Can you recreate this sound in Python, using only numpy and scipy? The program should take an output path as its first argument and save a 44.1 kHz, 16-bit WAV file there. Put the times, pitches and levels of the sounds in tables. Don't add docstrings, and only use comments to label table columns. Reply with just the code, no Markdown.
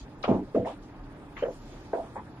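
import sys
import numpy as np
from scipy import signal
from scipy.fft import rfft, irfft
from scipy.io import wavfile
from scipy.ndimage import uniform_filter1d

SR = 44100
rng = np.random.default_rng(int(sys.argv[2]) if len(sys.argv) > 2 else 0)


def transcribe(signal):
    frames = np.atleast_2d(signal).T
    limited = np.clip(frames, -1, 1)
    pcm = np.round(limited * 32767).astype(np.int16)
    wavfile.write(sys.argv[1], SR, pcm)


def voltage_ratio(level):
    return 10 ** (np.asarray(level, float) / 20)


N = 105840
PAD = 2376


def rms_one(x):
    return x / np.sqrt(np.mean(x ** 2) + 1e-20)


def at_hz(points, hz):
    table_hz, value = np.transpose(points)
    return np.interp(np.log(hz), np.log(table_hz), value)


def drift(rate_hz):
    r = np.exp(-80 * np.pi * rate_hz / SR)
    white = rng.standard_normal(N // 40 + 2002)
    slow = signal.lfilter([1], [1, -2 * r, r * r], white)[2000:]
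    return np.interp(np.arange(N) / 40, np.arange(len(slow)), rms_one(slow))


def resonate(x, hz, width_hz):
    r = np.exp(-np.pi * width_hz / SR)
    poles = [1, -2 * r * np.cos(2 * np.pi * hz / SR), r * r]
    return signal.lfilter([(1 - r * r) / 2, 0, (r * r - 1) / 2], poles, x)


def resonate_twice(x, hz, width_hz):
    return resonate(resonate(x, hz, width_hz), hz, width_hz)


def band_pass(x, order, edges_hz):
    return signal.sosfilt(signal.butter(order, edges_hz, "band", fs=SR, output="sos"), x)


def padded(x):
    size = x.shape[-1] + 2 * PAD
    mirrored = np.pad(x, [(0, 0), (PAD, PAD)], "reflect")
    return rfft(mirrored), np.arange(size // 2 + 1) * SR / size + 1e-9


def cropped(spectrum):
    return irfft(spectrum)[..., PAD:-PAD]


# f/Hz, likeness/0-1
LIKENESS = [(60, 1), (500, 0.93), (1000, 0.75), (2000, 0.2), (4000, 0.04), (8000, 0.5), (12000, 0)]
LEFT_LAG_S, LEFT_DB = .0001, -0.58


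def two_ports(mid_side):
    (mid, side), hz = padded(mid_side)
    alike = np.clip(at_hz(LIKENESS, hz), 0, 1)
    mid, side = mid * np.sqrt(1 + alike), side * np.sqrt(1 - alike)
    left = (mid + side) * np.exp(-2j * np.pi * hz * LEFT_LAG_S)
    return cropped(np.array([left, mid - side])) / np.sqrt(2)


# f/Hz, level/dB per Hz
AIR_COLOUR = [(20, -21.5), (28, -15), (60, -5), (110, -5.5), (160, -7.5), (300, -3.5), (400, -11.5),
              (900, -17),
              (1400, -20.5), (2200, -29), (4000, -35.5), (7000, -45), (9000, -42.5), (11000, -54),
            (14000, -55.5), (16000, -45)]
AIR_DB = -47.5
TREBLE_PATCHY_DB, TREBLE_FROM_HZ = 1.5, 2500


def air(patchy_db):
    out, together = 0, drift(2.5)
    edges = 20 * 2 ** np.arange(0, 10, .5)
    white = rng.standard_normal((2, 2, N))
    for k, (low, high) in enumerate(zip(edges, edges[1:])):
        band = band_pass(white[k % 2], 2, [low, high])
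        level_db = at_hz(AIR_COLOUR, np.sqrt(low * high))
        level_db = level_db + patchy_db * (0.34 * together + drift(26))
        if low > TREBLE_FROM_HZ:
            level_db = level_db + TREBLE_PATCHY_DB * drift(4.8)
        out = out + band * voltage_ratio(level_db)
    return two_ports(voltage_ratio(AIR_DB) * out / np.sqrt(np.mean(out[0] ** 2)))


# f/Hz, width/Hz, level/dB
HUM = [(33.05, 13, -51.5), (130.8, 18, -56), (291, 34, -56), (865.5, 110, -61.5)]
# t/s, level/dB
RUMBLE = [
    (0, -5),
    (.13, -10),
    (.3, 5),
    (.7, -1),
    (1.08, 2),
    (1.25, -5),
    (1.65, 2.5),
    (2.1, -5.5),
    (2.4, -12),
]


def hums():
    out = 0
    rumble_db = np.interp(np.arange(N) / SR, *np.transpose(RUMBLE))
    for hz, width_hz, db in HUM:
        tone = rms_one(resonate_twice(rng.standard_normal((2, N)), hz, width_hz))
        out = out + voltage_ratio(db + (hz < 50) * rumble_db) * tone
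    return two_ports(out)


# start t/s, length/s, level/dB, centre f/Hz, width/octaves
SCUFFS = [(-.05, .11, -47.5, 4000, 1.33), (0.226, 0.033, -45.5, 3720, 1.11),
          (0.652, 0.12, -57.5, 4500, 1.8), (0.813, 0.13, -64, 4000, 1.7), (1.36, 0.12, -45.5, 2140, 1.14),
          (1.366, 0.18, -61.5, 5060, 1.2), (1.423, 0.022, -49, 2950, 0.26), (1.464, 0.49, -61, 4680, 1.67),
          (1.618, 0.71, -60, 3250, 1.78), (1.913, 0.36, -68.5, 7700, 0.78), (0.261, 0.16, -59, 4240, 1.4),
          (0.659, 0.12, -51, 2410, 1.25), (1.264, 0.95, -74.5, 10000, 0.7)]
SCUFF_GRAINS_PER_S, SCUFF_ATTACK_SHARE = 7000, 0.11


def scuffs():
    out, t = 0, np.arange(N) / SR
    for s, length, db, hz, octaves in SCUFFS:
        grit = (rng.random((2, N)) < SCUFF_GRAINS_PER_S / SR) * rng.standard_normal((2, N))
        part = (t - s) / length
        attack, fade = part / SCUFF_ATTACK_SHARE, (1 - part) / (1 - SCUFF_ATTACK_SHARE)
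        swell = np.clip(np.minimum(attack, fade), 0, 1)
        edges = np.clip(hz * 2 ** (octaves * np.array([-.5, .5])), 50, .45 * SR)
        out = out + voltage_ratio(db) * swell * rms_one(band_pass(grit, 3, edges))
    return two_ports(out)


# f/Hz, level/dB, t60/s
ROOM_MODES = [(136, -4, 0.33), (191.7, 12.5, 0.64), (303.7, -11, 0.87), (369, 12, 0.37),
              (397.2, 15.5, 0.58), (491.7, -4.5, 13), (535, -58, 0.12), (646, 0, 0.07), (664, 14, 0.47),
              (795, -20, 0.3), (986, 4, 0.5), (1100, -40.5, 0.37)]
MODES_DB, MODE_SCATTER_DB = -31.5, 1.5
TAIL_DB, TAIL_T60_S, TAIL_RISE_S = -22.5, 0.34, 0.0045
EARLY_DB, EARLY_S = 2.5, 0.0083
ECHOES_PER_S, ECHO_GROWTH_PER_S2, SCATTER_HZ = 300, 9000, 280


def room_response(t, hz):
    noise, luck = rng.standard_normal((2, len(t))), rng.standard_normal((len(ROOM_MODES), 2))
    rise = 1 - np.exp(-t / TAIL_RISE_S)
    density = (ECHOES_PER_S + ECHO_GROWTH_PER_S2 * t) / SR
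    share = np.minimum(density * (1 + (hz / SCATTER_HZ) ** 2), 1)
    echoes = noise * (rng.random(len(t)) < share) / np.sqrt(share)
    tail_db = TAIL_DB + EARLY_DB * np.exp(-(t / EARLY_S) ** 2) - 60 * t / TAIL_T60_S
    room = voltage_ratio(tail_db) * rise * echoes
    for (mode_hz, mode_db, t60), (a, b) in zip(ROOM_MODES, luck):
        level_db = MODES_DB + 0.55 * mode_db + MODE_SCATTER_DB * a - 60 * t / t60
        room[0] += voltage_ratio(level_db) * rise * np.sin(2 * np.pi * mode_hz * t + 3 * b) / 10
    room[0, 0] = 1
    return room


# t/s, level/dB, f/Hz, ring/cycles,
# tail held/s
KNOCKS = [(.239, -25, 1210, 2.6, 0.017), (0.239, -22, 2420, 1.22, 0.012), (.243, -23.5, 713, 1.9, 0.0039),
          (0.2784, -13.5, 531, 1.01, 0.09), (.281, -33.5, 2330, 1.4, 0.15), (.293, -15.5, 220, 1.16, 0.11),
          (0.298, -34, 94, 1.73, 0.16), (.313, -25, 770, 2.3, 0.091), (.546, -25, 475, 3.95, 0.099),
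          (0.549, -33, 1100, 1.3, 0.0065), (0.547, -38.5, 2080, 0.89, 0.085), (.558, -27, 604, 4.2, 0.061),
          (0.573, -35, 101.2, 1.6, 0.053), (.649, -26, 576, 1.54, 0.062), (.669, -30, 843, 2.1, 0.055),
          (.869, -51, 920, 2.2, 0.053), (1.424, -23.5, 494, 2.34, 0.011), (1.424, -31.5, 1380, 1.57, 0.04),
          (1.932, -20.5, 633, 1.96, 0.08), (1.932, -36.5, 1550, 2.2, 0.024), (2.157, -31, 910, 3.4, 0.044),
          (2.161, -39.5, 1770, 2.2, 0.03), (2.161, -39, 478, 3.2, 0.023), (2.185, -44.5, 184, 2.9, 0.011),
          (0.001, -44, 49, 1.3, .03), (.33, -49.5, 41, 1.6, .06), (.55, -24, 256, 1.9, .1),
           (0.549, -48, 6040, 1.8, 0.074), (0.548, -42.5, 43, 2.3, .05), (0.662, -45, 250, 1.9, 0.099),
           (.672, -70, 6000, 0.99, .03), (1.366, -46, 1990, 6.8, .02), (1.367, -32.5, 1010, 0.99, 0.037),
           (1.873, -49, 390, 1.5, 0.055), (2.03, -35, 577, 0.77, 0.076), (2.149, -48, 7800, 2.5, .02),
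           (.2825, -22.5, 444, 1.1, 0.039), (0.312, -26, 296, 0.77, 0.0098), (.364, -27.5, 293, 0.66, 0.01),
           (.418, -32.5, 305, 1.4, 0.018), (1.945, -30, 640, 1.7, 0.075), (.649, -39.5, 1910, 3.8, 0.0067),
           (1.452, -26, 525, 1.6, 0.054)]
SOFT_CUT = 1.8
CONTACT_CYCLES = 0.71
GATE_DB_PER_S = 497


def knocks():
    size = 2 ** 14 - 2 * PAD
    out, t = np.zeros((2, N + size)), np.arange(size) / SR
    for s, db, hz, cycles, held in KNOCKS:
        low_pass = signal.butter(2, SOFT_CUT * hz, fs=SR, output="sos")
        soft = signal.sosfilt(low_pass, room_response(t, hz))
        body = resonate_twice(soft, hz, hz / cycles) * SR * cycles / hz / 2
        swell = 1 - np.exp(-(t * hz / CONTACT_CYCLES) ** 2)
        gate_db = -GATE_DB_PER_S * np.maximum(t - held, 0)
        start = int(s * SR)
        out[:, start:start + size] += body * swell * voltage_ratio(db + gate_db)
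    return two_ports(out[:, :N])


# peak t/s, peak level/dB, f/Hz, length/cycles
REBOUNDS = [(0.23, -40, 3900, 6.7), (0.2416, -32, 2450, 5.2), (.241, -26, 1250, 6.3),
            (.245, -19, 620, 1.47), (0.2486, -33, 2450, 4.4), (.253, -30, 560, 2.1),
            (.2803, -31, 690, 0.57), (0.2833, -16, 553, 0.62), (.291, -37, 790, 1.5), (.322, -28, 680, 1.9),
            (.2962, -12.5, 250, 1.7), (0.3161, -13, 378, 1.45), (0.335, -19, 331, 1.3),
            (.365, -19.5, 327, 1.4), (.42, -28, 300, 3.5), (.55, -16.5, 440, 1.9), (.554, -32.5, 1150, 2.8),
            (.557, -27, 210, 0.99), (.56, -29.5, 500, 2.4), (.565, -20, 635, 2.5), (.575, -20, 460, 2.2),
            (.583, -22, 648, 2.5), (0.597, -32, 397, 1.6), (.603, -28.5, 520, 1), (.632, -27, 480, 3.7),
            (.666, -29.5, 800, 5.2), (.676, -29, 950, 5.1), (1.436, -42, 3050, 6.9),
            (1.369, -37, 2090, 4.5), (1.379, -37, 2050, 5.0), (1.394, -41, 2600, 4.0),
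            (1.414, -44, 1300, 2.2), (1.4278, -20, 482, 2.6), (1.433, -19.5, 520, 0.97),
            (1.44, -20, 520, 3.55), (1.4549, -25, 500, 2.8), (1.455, -38, 1550, 3.0), (1.47, -27, 480, 4.9),
            (1.49, -29.5, 520, 3.7), (1.9335, -32.5, 830, 4.2), (1.9362, -16, 520, 1.06),
            (1.94, -34, 580, 1.7), (1.936, -37, 1550, 3.3), (1.946, -24, 650, 1.5),
            (1.955, -26.5, 387, 1.7), (1.963, -38, 700, 0.8), (1.983, -27, 600, 1.8),
            (1.992, -29.5, 395, 1.05), (2.003, -30.5, 720, 5.3)]
REBOUND_SIDE_DB = -0.5


def rebounds():
    out = np.zeros((2, N))
    sides = voltage_ratio(REBOUND_SIDE_DB) * rng.standard_normal(len(REBOUNDS))
    for (s, db, hz, cycles), side in zip(REBOUNDS, sides):
        at = np.arange(int(s * SR) - 1500, int(s * SR) + 1500)
        turns = (at / SR - s) * hz
        swell = np.exp(-(turns / cycles * 1.4) ** 2)
        out[:, at] += voltage_ratio(db) * swell * np.cos(2 * np.pi * turns) * [[1], [side]]
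    return two_ports(out) * np.sqrt(2) / 1.4


def scene():
    mix = air(patchy_db=1.77) + hums() + scuffs() + knocks() + rebounds()
    return mix * voltage_ratio([[LEFT_DB], [0]])


HOLE_SHARE, HOLES_FROM_HZ = .12, 2600


def holes(x):
    hz, _, frames = signal.stft(x, SR, nperseg=1024)
    luck = uniform_filter1d(rng.standard_normal((130, frames.shape[-1])), 8, axis=1)
    luck = luck.repeat(4, axis=0)[:len(hz)]
    silent = (luck < np.quantile(luck, HOLE_SHARE)) & (hz[:, None] > HOLES_FROM_HZ)
    return signal.istft(frames * ~silent, SR, nperseg=1024)[1][:, :N]


def lose(spectrum, hz, edges, rows):
    t = np.arange(N) / SR
    lost = sum(np.clip(np.minimum(t - s, s + length - t) / .01, 0, 1) for s, length in rows)
    return np.minimum(lost, 1) * cropped(spectrum * ((hz > edges[0]) & (hz < edges[1])))


# start t/s, length/s
TREBLE_LOST = [(0.15, 0.04), (0.78, 0.041), (0.903, 0.055), (0.993, 0.056), (1.125, 0.045), (1.331, .21),
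               (1.579, 0.081), (1.713, 0.029), (1.81, 0.029), (2.302, 0.096)]
# start t/s, length/s
UPPER_SEAM_LOST = [(.17, 0.085), (0.265, 0.056), (0.376, .12), (0.564, 0.044), (.77, .05), (1.173, 0.32),
                   (1.62, .22), (1.937, 0.07), (2.06, .07)]
# start t/s, length/s
TOP_LOST = [(.79, .05), (.9, .045), (1.0, .06), (1.33, .18), (1.55, .1), (1.72, .16), (2.24, .2)]
TREBLE_HZ, UPPER_SEAM_HZ, TOP_HZ = (7500, 9750), (9750, 10250), (14600, 15700)


def lost_bands(spectrum, hz):
    lost = lose(spectrum, hz, TREBLE_HZ, TREBLE_LOST)
    lost = lost + lose(spectrum, hz, UPPER_SEAM_HZ, UPPER_SEAM_LOST)
    return lost + lose(spectrum, hz, TOP_HZ, TOP_LOST)


SEAM_HZ, SEAM_WIDTH_HZ, TOP_LIFT_DB = 7800, 300, 6.5


def roll_off(x):
    return signal.sosfilt(signal.butter(12, 15610, fs=SR, output="sos"), x)


def record(dry):
    spectrum, hz = padded(holes(dry))
    spectrum = spectrum * voltage_ratio(TOP_LIFT_DB * (hz > TOP_HZ[0])) * (hz < TOP_HZ[1])
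    spectrum = spectrum * (1 - 1.1 * np.exp(-((hz - SEAM_HZ) / SEAM_WIDTH_HZ * 2) ** 4))
    mix = cropped(spectrum) - lost_bands(spectrum, hz)
    return roll_off(mix)


dry = scene()
out = record(dry)
transcribe(out)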